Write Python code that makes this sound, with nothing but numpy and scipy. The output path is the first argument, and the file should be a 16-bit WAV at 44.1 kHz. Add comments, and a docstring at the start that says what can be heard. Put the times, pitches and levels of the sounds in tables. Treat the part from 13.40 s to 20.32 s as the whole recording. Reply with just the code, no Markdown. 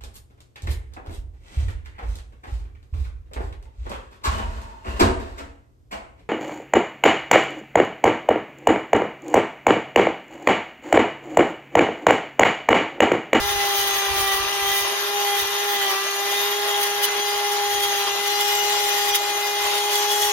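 """A handheld rotary tool whines close to two microphones while its wire brush scrubs a steel panel.
The shaft sings a stack of unsteady sine orders over the noise of its fan.
The wires are grainy noise, throbbing with the turn, and ring the panel's modes.
Strokes bear down and lift; now and then the wires catch an edge and a panel note grates.
Puffs of air, low lumpy noise, buffet the right port, strongest early on."""
import sys
import numpy as np
from scipy import signal
from scipy.fft import rfft, irfft, next_fast_len
from scipy.io import wavfile
from scipy.ndimage import uniform_filter1d

SR = 44100
rng = np.random.default_rng(int(sys.argv[2]) if len(sys.argv) > 2 else 0)


def generate_wav(signal):
    """Clip the signal to [-1, 1] and save it as 16-bit WAV at the path in sys.argv[1]."""
    frames = np.transpose(np.atleast_2d(signal))
    scaled = np.clip(frames, -1, 1) * 32767
    pcm = np.round(scaled).astype(np.int16)
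    wavfile.write(sys.argv[1], SR, pcm)


N = 305172
STEP = 32  # samples per control point of the orders

# Shaft. Each row: time in seconds, speed in Hz, base level of order 1 in dB, of order 2 in dB.
SHAFT_S_HZ_DB = [(0.0, 402, -37, -33), (0.07, 407.4, -36, -30.5), (0.24, 402.7, -33, -26.5),
                 (0.52, 398.4, -35.5, -32.5), (0.93, 392.3, -34.5, -29.5), (1.0, 393.3, -35.5, -36),
                 (1.12, 402, -36.5, -34), (1.27, 397.4, -33, -28.5), (1.41, 399.2, -36, -33.5),
                 (1.66, 407, -34, -39), (1.76, 407.3, -31.5, -27), (1.95, 404.6, -32.5, -26.5),
                 (2.04, 399, -35.5, -37), (2.12, 406.2, -34.5, -37.5), (2.29, 408, -32, -28.5),
                 (2.54, 389.5, -34, -32), (2.66, 397, -36.5, -42.5), (2.81, 401.8, -34, -31.5),
                 (3.16, 409.7, -30.5, -33.5), (3.4, 408, -31, -27), (3.5, 408, -33, -32.5),
                 (3.625, 409, -32, -30), (3.65, 408, -32.5, -36.5), (3.87, 410, -32.5, -29.5),
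                 (4.24, 409.3, -31.5, -26.5), (4.66, 403.6, -33.5, -29.5), (4.76, 404.2, -35, -33.5),
                 (4.91, 409.2, -33, -28), (5.35, 411.5, -32, -26.5), (5.54, 408.8, -34, -28.5),
                 (5.73, 409, -32.5, -27), (5.76, 408, -36, -31), (5.8, 409.6, -35.5, -29.5),
                 (6.35, 411, -32.5, -29), (6.84, 413.9, -31, -26.5), (6.92, 411.5, -32.5, -26.5)]
# Shaft and bearing orders, as multiples of the speed.
MULTIPLES = (1, 2, 2.614, 3, 3.374, 4, 4.275, 5, 6, 7, 8, 9, 10, 11, 12, 13, 14.3, 15, 16, 17, 18, 22, 23,
             24, 25, 27, 28, 29, 30, 31, 32, 33, 34, 35, 14, 19, 21, 26, 36, 37)
# Each row, one per multiple: nose-up left and right in dB, laid-flat left and right in dB,
# left lead in radians. Orders 1 and 2 take only their left-right balance from here.
ORDER_DB_RAD = [(-36.5, -31.5, -32, -25, 0.28), (-31.5, -34, -23.5, -28, 0.55), (-72, -39, -65, -81, -2),
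                (-47, -40, -66, -36.5, 0.26), (-48.5, -39, -42.5, -46, 2), (-37, -54, -41, -73, 2),
                (-43, -42.5, -69, -83, 1.5), (-38, -33.5, -37, -37.5, -0.5),
                (-41.5, -38.5, -36.5, -44, -1.5), (-34, -50, -36.5, -43, 4.5), (-36.5, -37, -32, -37, 1),
                (-38, -42, -41, -54, 0.65), (-43, -38.5, -35.5, -37.5, -1.5), (-57, -42, -42.5, -47, 2.5),
                (-42.5, -41, -42.5, -45, 0.5), (-41.5, -72, -34.5, -40, 7.5), (-42, -63, -45, -33.5, -1.5),
                (-37, -38, -34, -40, -2.5), (-37.5, -45, -38, -42, 5), (-43, -42, -44, -36, -2),
                (-49, -48.5, -35, -33.5, 4), (-50, -44, -43, -46, -2), (-46, -55, -53, -52, -2),
                (-44, -43, -39, -47, 3.5), (-40.5, -49, -54, -61, -0.5), (-51, -57, -51, -56, 7.5),
                (-52, -52, -42, -52, 9), (-52, -52, -48, -49, -0.5), (-46, -55, -46, -48, 5.5),
                (-36, -33, -42, -50, 3.5), (-43, -42, -38, -41, -1), (-52, -52, -56, -58, 4),
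                (-54, -48, -50, -54, 0), (-51, -49, -53, -52, -3), (-53, -50, -35, -47, 0),
                (-70, -65, -71, -66, 0.5), (-51, -46, -54, -51, 1.5), (-50, -53, -63, -62, -2),
                (-56, -54, -53, -56, 1), (-52, -54, -60, -58, 1)]
# Tool pose. Each row: time in seconds, laid flat from 0 to 1.
POSE_S = [(0, 0), (3, 0), (4.7, 0.17), (4.92, 0.99), (5.75, 0.95), (5.95, 0.43), (6.35, 0.44), (6.5, 0.7),
          (6.92, 0.99)]
# Drops of order 1. Each row: time in seconds, depth in dB.
DROPOUTS_S_DB = [(2.509, 22), (4.66, 32)]
# Multiples that flare.
FLARING = (3, 5, 6, 7, 8, 9, 10, 12, 15, 16, 32)
# One list per flaring multiple. Each row: centre in seconds, length in seconds, rise in dB
# before the mean rise is taken off.
FLARES_S_DB = [
    [(.9, 0.24, 1.5), (2.55, 0.18, -0.5)],
    [(.23, 0.095, 8.5), (.43, 0.097, 3), (.9, 0.18, 7), (1.35, 0.12, 9), (1.9, 0.08, 7), (2.45, 0.25, 4.5),
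     (2.95, 0.17, 6), (3.8, 1, 3), (5.2, 0.81, 7.5), (6.2, 0.88, 6)],
    [(.7, 0.58, 3.5), (1.35, 0.24, 4), (2.55, 0.17, 3), (2.9, 0.15, 3), (5.2, 0.44, 5), (5.9, 0.98, 6.5)],
    [(3.0, 0.43, 3.5), (5.25, 0.87, 11.5)],
    [(.35, 0.18, 8), (.88, 0.18, 9), (1.27, 0.2, 10), (1.92, 0.26, 7.5), (2.42, 0.17, 10), (3.22, 0.61, 8),
     (3.8, 0.33, 7), (4.47, 0.65, 9.5), (5.7, 0.17, 4), (6.2, 0.22, 4), (6.75, 1, 6)],
    [(.1, .2, 4), (1.72, 0.22, 7), (2.17, 0.16, 11.5), (3.05, 0.7, 9), (3.7, .2, 1), (4.87, 0.47, 12.5),
     (5.6, 0.64, 10), (6.3, 0.49, 12.5)],
    [(.4, 0.96, 7), (4.7, 0.6, 4), (5.4, 0.4, 2), (6.35, .2, 0)],
    [(3.9, 0.16, 11.5), (5.15, 0.61, 10), (5.6, 0.46, 9.5), (6.08, 0.26, 6)],
    [(1.8, 0.18, 6), (3.6, .6, 4.5), (4.2, 0.45, 3), (5.25, 0.68, 3)],
    [(.5, 0.55, 8.5), (1.35, 0.35, 9), (2.7, 0.1, 10), (4.5, 0.3, 10.5), (6.0, 0.3, 6), (6.7, 0.86, 7.5)],
    [(.9, 0.49, 7), (1.8, .3, 7), (3.0, 0.29, 7), (5.2, 0.77, 1)],
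]
# Multiples that grow as load slows the shaft, and their growth in dB per Hz of slowing.
LOADED_ORDERS = (3, 5, 6)
LOAD_DB_PER_HZ = (0.74, 0.2, 0.24)
# Relative spectra of fan air, wire hiss, tip sizzle, puffs. Each row: frequency in Hz, density in dB per Hz.
ROAR_HZ_DB = [(40, -44), (120, -34), (180, -26.5), (245, -18), (290, -29.5), (345, -8), (385, -5),
              (450, -4), (620, -5), (900, 0), (1400, -2.5), (2100, -4), (3200, -3), (4300, -7), (6500, -11),
              (7800, -34), (9500, -19), (13000, -39), (15800, -40)]
WIRES_HZ_DB = [(300, -60), (1000, -16), (3000, -2), (6300, 0), (7700, -14), (9000, -0.5), (12000, 1),
               (13300, -2.5), (14800, -3), (16000, -17)]
SIZZLE_HZ_DB = [(11000, -46), (13000, -13), (14200, 3), (16000, 2)]
BUFFET_HZ_DB = [(20, -21), (40, -0.5), (65, 2), (100, -4), (160, -17), (300, -33.5)]
# Panel modes. Each row: frequency in Hz, width in Hz, relative left level in dB, right in dB.
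PANEL_HZ_DB = [(1110, 69, -27, -12), (1440, 21, -0.5, -4.5), (1690, 55, -3, -25), (1944, 155, 1.5, 3),
               (3014, 49, 0.5, 7), (3376, 82, 2, 5.5), (3680, 80, -3, 3.5), (3990, 100, -7, -5),
               (4580, 63, -18, -5.5), (5870, 25, 0, -5), (6300, 100, -31, -4), (7050, 40, -2, -14),
               (7700, 23, -20, -9), (8670, 71, -5.5, -9.5), (9840, 26, -24, -34), (10500, 120, -22, -15),
               (12400, 90, -17, -16), (14200, 200, -7, -10), (11700, 72, -49, -21), (14320, 140, -10, -1.5),
               (15360, 55, -33, -30)]
# Port balance of the noises. Each row: frequency in Hz, left minus right in dB.
BALANCE_HZ_DB = [(100, 9), (250, 10.5), (600, 2), (1300, 1.5), (2400, 1.5), (4400, 5.5), (8000, -0.5),
                 (15000, 2.5)]
# Port likeness of the noises. Each row: frequency in Hz, shared part of the power from 0 to 1.
ALIKE_HZ = [(150, 1), (600, 0.47), (1500, 0.33), (4000, 0.31), (15000, 0.34)]
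# Dips where sound off the bench cancels the direct sound.
# Each row: frequency in Hz, width in Hz, left depth from 0 to 1, right depth (both capped at 0.95).
BENCH_HZ = [(498, 110, 0.85, 0.9), (727, 70, 1, 0.13), (910, 60, 0.36, 0.4), (1302, 86, 0.14, 1),
            (1584, 360, 0.5, 0), (2116, 107, 0.2, 0.84), (2305, 200, 0.4, 0.15)]
# Brush strokes. Each row: start in seconds, lift in seconds, panel ring in dB, wire hiss in dB.
STROKES_S_DB = [(0.0, 0.547, -29.5, -31.5), (0.507, 0.97, -27, -33), (1.015, 1.404, -28, -35),
                (1.69, 2.019, -25.5, -35), (2.092, 2.52, -26.5, -39), (2.779, 3.102, -29.5, -49),
                (3.099, 3.477, -30, -32), (3.694, 4.63, -32, -34), (4.716, 5.755, -27.5, -31.5),
                (5.817, 6.9, -37, -33)]
# Wires catching an edge. Each row: centre in seconds, length in seconds, hiss, ring, tip sizzle in dB.
CATCHES_S_DB = [(0.106, 0.053, -31, -26.5, -38), (0.208, 0.017, -34, -27, -37),
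                (0.267, 0.024, -33, -35, -32), (0.328, .012, -35, -41, -34), (0.37, .05, -32, -42, -25),
                (.43, .04, -36, -38, -36), (0.482, .018, -27, -25, -27), (.575, .03, -34, -36, -33),
                (0.804, 0.064, -27.5, -41, -26), (0.866, .04, -34, -31, -37), (0.953, 0.053, -31, -34, -27),
                (1.282, 0.013, -31, -36, -36), (1.378, 0.075, -26.5, -34, -28),
                (2.014, 0.039, -28, -33, -29), (2.327, 0.049, -34, -29, -27), (2.512, 0.061, -31, -34, -34),
                (2.92, .02, -35, -36, -40), (3.0, 0.19, -32.5, -32, -46), (3.415, 0.0089, -28, -32, -34),
                (3.438, 0.011, -25, -34, -30), (3.428, .07, -28, -31, -32), (3.643, 0.027, -19.5, -21, -28),
                (4.439, 0.031, -26, -42, -40), (4.604, 0.038, -39, -43, -38), (4.875, .01, -27, -33, -34),
                (5.011, 0.0095, -27, -28, -34), (5.084, .006, -28, -36, -34),
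                (5.155, 0.0085, -27, -36, -34), (5.491, 0.038, -32, -30, -37),
                (5.755, 0.021, -18.5, -18, -27), (5.899, .015, -36, -30, -37), (6.08, .015, -39, -36, -37),
                (6.384, 0.021, -29, -30, -36), (6.554, 0.06, -24.5, -26, -40),
                (6.721, 0.037, -24, -32, -37), (6.832, 0.1, -25, -29, -44)]
# Panel notes set grating by a catch. Each row: centre in seconds, length in seconds, pitch in Hz, level in dB.
GRATES_S_HZ_DB = [(0.469, 0.041, 3350, -33), (1.931, 0.061, 3340, -34), (3.05, 0.052, 3260, -31.5),
                  (3.635, .02, 3315, -30), (3.647, 0.026, 3007, -27), (3.648, 0.024, 1900, -31),
                  (5.74, .03, 3314, -28), (5.752, .015, 2090, -25.5), (6.84, .06, 3350, -30),
                  (6.56, 0.065, 3350, -26), (6.716, .04, 3367, -28), (6.845, 0.082, 5906, -31),
                  (6.6, 0.16, 5910, -36)]
# Air puffs on the right port. 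Each row: time in seconds, level in dB.
PUFFS_S_DB = [(0.0, -21), (0.149, -34), (.26, -36), (.42, -41), (.55, -42), (0.721, -38), (.84, -33),
              (0.949, -38), (1.03, -33), (1.15, -49), (1.27, -40), (1.44, -45), (2.019, -45), (2.12, -52),
              (2.4, -56), (2.75, -72), (3.04, -61), (3.4, -58), (3.95, -62), (4.33, -53), (4.45, -60),
              (4.6, -52), (4.75, -53), (5.1, -56), (5.45, -55), (5.72, -50), (5.85, -58), (6.21, -48),
              (6.3, -55), (6.86, -49)]

DROPOUT_S = 0.006  # half length
# Orders over which a line turns to narrow noise; rate of its wavering.
CLEAN_ORDERS, WAVER_HZ, WAVER_HZ_PER_ORDER = 4.5, 50, 3
WAVER_POWER = 0.22  # wavering shared by the ports, and again on the left
EVEN, EVEN_ORDERS = 0.7, 14  # wavering turned from size into phase, fading over these orders
# Orders other than 1 and 2 flicker; those without flares also wander.
FLICKER_DB, FLICKER_DB_PER_ORDER, FLICKER_HZ = 1.2, 0.09, 25
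WANDER_DB, WANDER_HZ = 2, 2.486
FAN_DB, AIR_PATCHES_DB, AIR_FLUTTER_DB = -28, 2.2, 1.2  # level; drift of colour, of level
FAN_THROB = 0.34  # once a turn
PRESS_S, LIFT_S = 0.23, 0.034  # time constants of bearing down, of letting go
IDLE_DB = -37  # wires whirring free
BITE_DB, RUNOUT, SPOTS_DB = 2.6, 0.22, 1.8  # uneven stroke; throb once and twice a turn; spot colour
STROKE_SIZZLE_DB = -24  # against the hiss of a stroke
SILENT_HZ = 600  # the small panel radiates little below this
GRATE_HZ = 180  # width of a grating note
PUFF_S, STILL_DB = 0.05, -60  # half length of a puff; air between puffs
LUMPS_DB, DRIFT_DB = 3, 2  # unevenness of the air, fast; of the air between puffs, slow
TOP_HZ = 15860


def amp(db):
    """dB to gain."""
    return 10 ** (np.asarray(db) / 20)


def unit(x):
    """Scale to rms 1."""
    return x / np.sqrt(np.mean(x ** 2) + 1e-20)


def along(points, hz):
    """Interpolate (Hz, value) points on a log axis."""
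    f, v = np.transpose(points)
    return np.interp(np.log(hz + 1), np.log(f + 1), v)


def curves(rows):
    """One value per sample for each column after the time."""
    s, *cols = np.transpose(rows)
    return [np.interp(np.arange(N) / SR, s, c) for c in cols]


def bumps(rows, step=1):
    """Sum bell-shaped swells from (s, length s, height) rows, read every step samples."""
    t = np.arange(0, N, step) / SR
    return sum(height * np.exp(-(2 * (t - s) / length) ** 2) for s, length, height in rows)


def wobble(rate_hz, step=1):
    """Random curve with rate_hz knots a second, read every step samples."""
    knots = rng.standard_normal(2000)
    return np.interp(np.arange(0, N, step) * min(rate_hz, 280) / SR, np.arange(len(knots)), knots)


def soft_wobble(rate_hz):
    """Smoothed random curve at control rate."""
    return uniform_filter1d(wobble(rate_hz, STEP), size=int(SR / STEP / rate_hz))


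def drift(rate_hz):
    """Random complex path: wavers in size and phase."""
    return soft_wobble(rate_hz) + 1j * soft_wobble(rate_hz)


def motor(turns):
    """Each shaft order is a sine whose size and phase waver, the more the higher it lies."""
    speed_hz, first_db, second_db = curves(SHAFT_S_HZ_DB)
    dropout_db = bumps([(s, 2 * DROPOUT_S, db) for s, db in DROPOUTS_S_DB])
    swell_db = {1: first_db - dropout_db, 2: second_db}
    flare_db = {k: bumps(rows, STEP) for k, rows in zip(FLARING, FLARES_S_DB)}
    load_db_per_hz = dict(zip(LOADED_ORDERS, LOAD_DB_PER_HZ))
    control_hz = speed_hz[::STEP]
    slowing_hz = control_hz.mean() - control_hz
    flat = np.clip(curves(POSE_S)[0][::STEP], 0, 1)
    fine, coarse = np.arange(N), np.arange(0, N, STEP)
    out = np.zeros((2, N))
    for k, (*levels_db, lead_rad) in zip(MULTIPLES, ORDER_DB_RAD):
        db = np.outer(levels_db[:2], 1 - flat) + np.outer(levels_db[2:], flat)
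        if k in swell_db:
            db += swell_db[k][::STEP] - db.mean(0)
        else:
            flicker_db = FLICKER_DB + FLICKER_DB_PER_ORDER * min(k, 24)
            db += flicker_db * wobble(FLICKER_HZ, STEP)
            db += (k not in flare_db) * WANDER_DB * wobble(WANDER_HZ, STEP)
            db += load_db_per_hz.get(k, 0) * slowing_hz
        if k in flare_db:
            db += flare_db[k] - flare_db[k].mean()

        steady = np.exp(-max(k - 2, 0) / CLEAN_ORDERS) * 0.97
        rate_hz = WAVER_HZ + WAVER_HZ_PER_ORDER * k
        waver_gain = np.sqrt(WAVER_POWER * (1 - steady))
        common = np.sqrt(steady) + waver_gain * drift(rate_hz)
        # the paths to the ports differ and shift with the hand
        apart = np.exp(1j * (min(k - 1, 8) * 0.073 * wobble(1.12, STEP) - lead_rad))
        paths = np.array([common + waver_gain * drift(rate_hz), common * apart])
        evening = (np.abs(paths) + 1e-9) ** (EVEN * np.exp(-k / EVEN_ORDERS))
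        size = np.sqrt(2) * amp(db) * paths / evening

        angle = (2 * np.pi * ((k * turns + rng.random()) % 1)).astype(np.float32)
        cos, sin = np.cos(angle), np.sin(angle)
        for port, s in enumerate(size):
            out[port] += np.interp(fine, coarse, s.real) * cos - np.interp(fine, coarse, s.imag) * sin
    return out


def filtered(x, response):
    """x through a complex response of frequency."""
    m = next_fast_len(N + SR // 2)
    return irfft(rfft(x, m) * response(np.fft.rfftfreq(m, 1 / SR)), m)[..., :N]


def bench(hz):
    """Left and right gains of the bench cancellation dips."""
    gain = 1
    for centre_hz, width_hz, left, right in BENCH_HZ:
        depth = np.clip([[left], [right]], 0, 0.95)
        gain = gain * (1 - depth * np.exp(-(2 * (hz - centre_hz) / width_hz) ** 2))
    return gain


def heard(shared, own, colour, lead_s):
    """Two ports: a shared part reaching the left first, plus a part of their own; rms 1."""
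    side = np.array([[1], [-1]])
    like = lambda hz: np.clip(along(ALIKE_HZ, hz), 0, 1)
    tilt = lambda hz: colour(hz) * amp(side * along(BALANCE_HZ_DB, hz) / 2) * bench(hz)
    lead = lambda hz: np.exp(1j * np.pi * hz * lead_s * side)
    both = filtered(shared, lambda hz: tilt(hz) * np.sqrt(like(hz)) * lead(hz))
    return unit(both + filtered(own, lambda hz: tilt(hz) * np.sqrt(1 - like(hz))))


def patchy(x, depth_db, wide, long):
    """Noise whose colour keeps changing in patches of wide bins by long frames."""
    z = signal.stft(x, nperseg=512)[2]
    field = uniform_filter1d(rng.standard_normal(z.shape[1:]), wide, 0)
    field = uniform_filter1d(field, long, 1)
    return signal.istft(z * amp(depth_db * unit(field)), nperseg=512)[1][:, :N]


def fan(turns):
    """Cooling air rushes through the vents: shaped noise throbbing once a turn."""
    air = patchy(rng.standard_normal((3, N)), depth_db=AIR_PATCHES_DB, wide=4, long=8)
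    air = air * (1 + FAN_THROB * np.cos(2 * np.pi * turns))
    level_db = FAN_DB + 1.07 * wobble(9) + AIR_FLUTTER_DB * wobble(40)
    return amp(level_db) * heard(air[0], air[1:], lambda hz: amp(along(ROAR_HZ_DB, hz)), lead_s=0.00009)


def contact():
    """Gains of hiss, ring, sizzle: strokes bear down slowly, lift fast; catches add power on top."""
    t = np.arange(N) / SR
    held = np.zeros((3, N))
    for start_s, lift_s, ring_db, hiss_db in STROKES_S_DB:
        press = 1 - np.exp(-np.clip(t - start_s, 0, None) / PRESS_S)
        release = np.exp(-np.clip(t - lift_s, 0, None) / LIFT_S)
        held += np.outer(amp([hiss_db, ring_db, hiss_db + STROKE_SIZZLE_DB]), press * release)
    held = held * amp(BITE_DB * wobble(45))
    catch_power = bumps([(s, length, amp(levels_db)[:, None] ** 2) for s, length, *levels_db in CATCHES_S_DB])
    idle_power = amp(2 * IDLE_DB) * np.array([[1], [1], [0]])
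    return np.sqrt(idle_power + held ** 2 + catch_power)


def panel(hz):
    """Left and right response: resonances of alternating sign, weak below SILENT_HZ."""
    modes = 0
    for k, (centre_hz, width_hz, left_db, right_db) in enumerate(PANEL_HZ_DB):
        damping = 1j * hz * width_hz
        resonance = damping / (centre_hz * centre_hz - hz * hz + damping)
        modes = modes + (-1) ** k * amp([[left_db], [right_db]]) * resonance
    return modes / (1 + (SILENT_HZ / (hz + 1)) ** 4)


def grating(tips):
    """Panel notes: narrow bands of the tip noise under bell-shaped swells."""
    out = np.zeros((2, N))
    for s, length_s, pitch_hz, db in GRATES_S_HZ_DB:
        band = lambda hz: np.exp(-(2 * (hz - pitch_hz) / GRATE_HZ) ** 2)
        out += bumps([(s, length_s, amp(db))]) * unit(filtered(tips[1:] + tips[0], band))
    return out


def brush(turns):
    """Wire tips strike in dense uneven grains, most where the brush runs out of true; the panel rings."""
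    angle = 2 * np.pi * turns + 1.55 * wobble(4.9)
    bite = (1 + RUNOUT * (np.cos(angle) + np.cos(2 * angle))) * amp(1.4 * wobble(140))
    tips = bite * rng.standard_normal((3, N)) * amp(5.5 * rng.standard_normal((3, N)))
    tips = patchy(tips, depth_db=SPOTS_DB, wide=3, long=24)  # other spots favour other modes
    hiss = heard(tips[0], tips[1:], lambda hz: amp(along(WIRES_HZ_DB, hz)), lead_s=0.00013)
    ring = heard(tips[0], tips[1:], panel, lead_s=0.00016)
    sizzle = heard(tips[0], tips[1:], lambda hz: amp(along(SIZZLE_HZ_DB, hz)), lead_s=0.0001)
    hiss_gain, ring_gain, sizzle_gain = contact()
    return hiss_gain * hiss + ring_gain * ring + sizzle_gain * sizzle + grating(tips)


def draught():
    """Puffs of air: low lumpy noise on the right port alone."""
    lumps = amp(LUMPS_DB * wobble(11) + 2.6 * wobble(22))
    air = filtered(rng.standard_normal(N), lambda hz: amp(along(BUFFET_HZ_DB, hz)))
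    still = amp(STILL_DB + DRIFT_DB * wobble(1.98))
    puffs = still + bumps([(s, 2 * PUFF_S, amp(db)) for s, db in PUFFS_S_DB])
    return np.outer([0, 1], puffs * unit(lumps * air))


def scene():
    """Sum tool, brush and air."""
    turns = np.cumsum(curves(SHAFT_S_HZ_DB)[0]) / SR
    return motor(turns) + fan(turns) + brush(turns) + draught()


def record(dry):
    """Keep nothing from the band limit up."""
    return filtered(dry, lambda hz: hz < TOP_HZ)


dry = scene()
out = record(dry)
generate_wav(out)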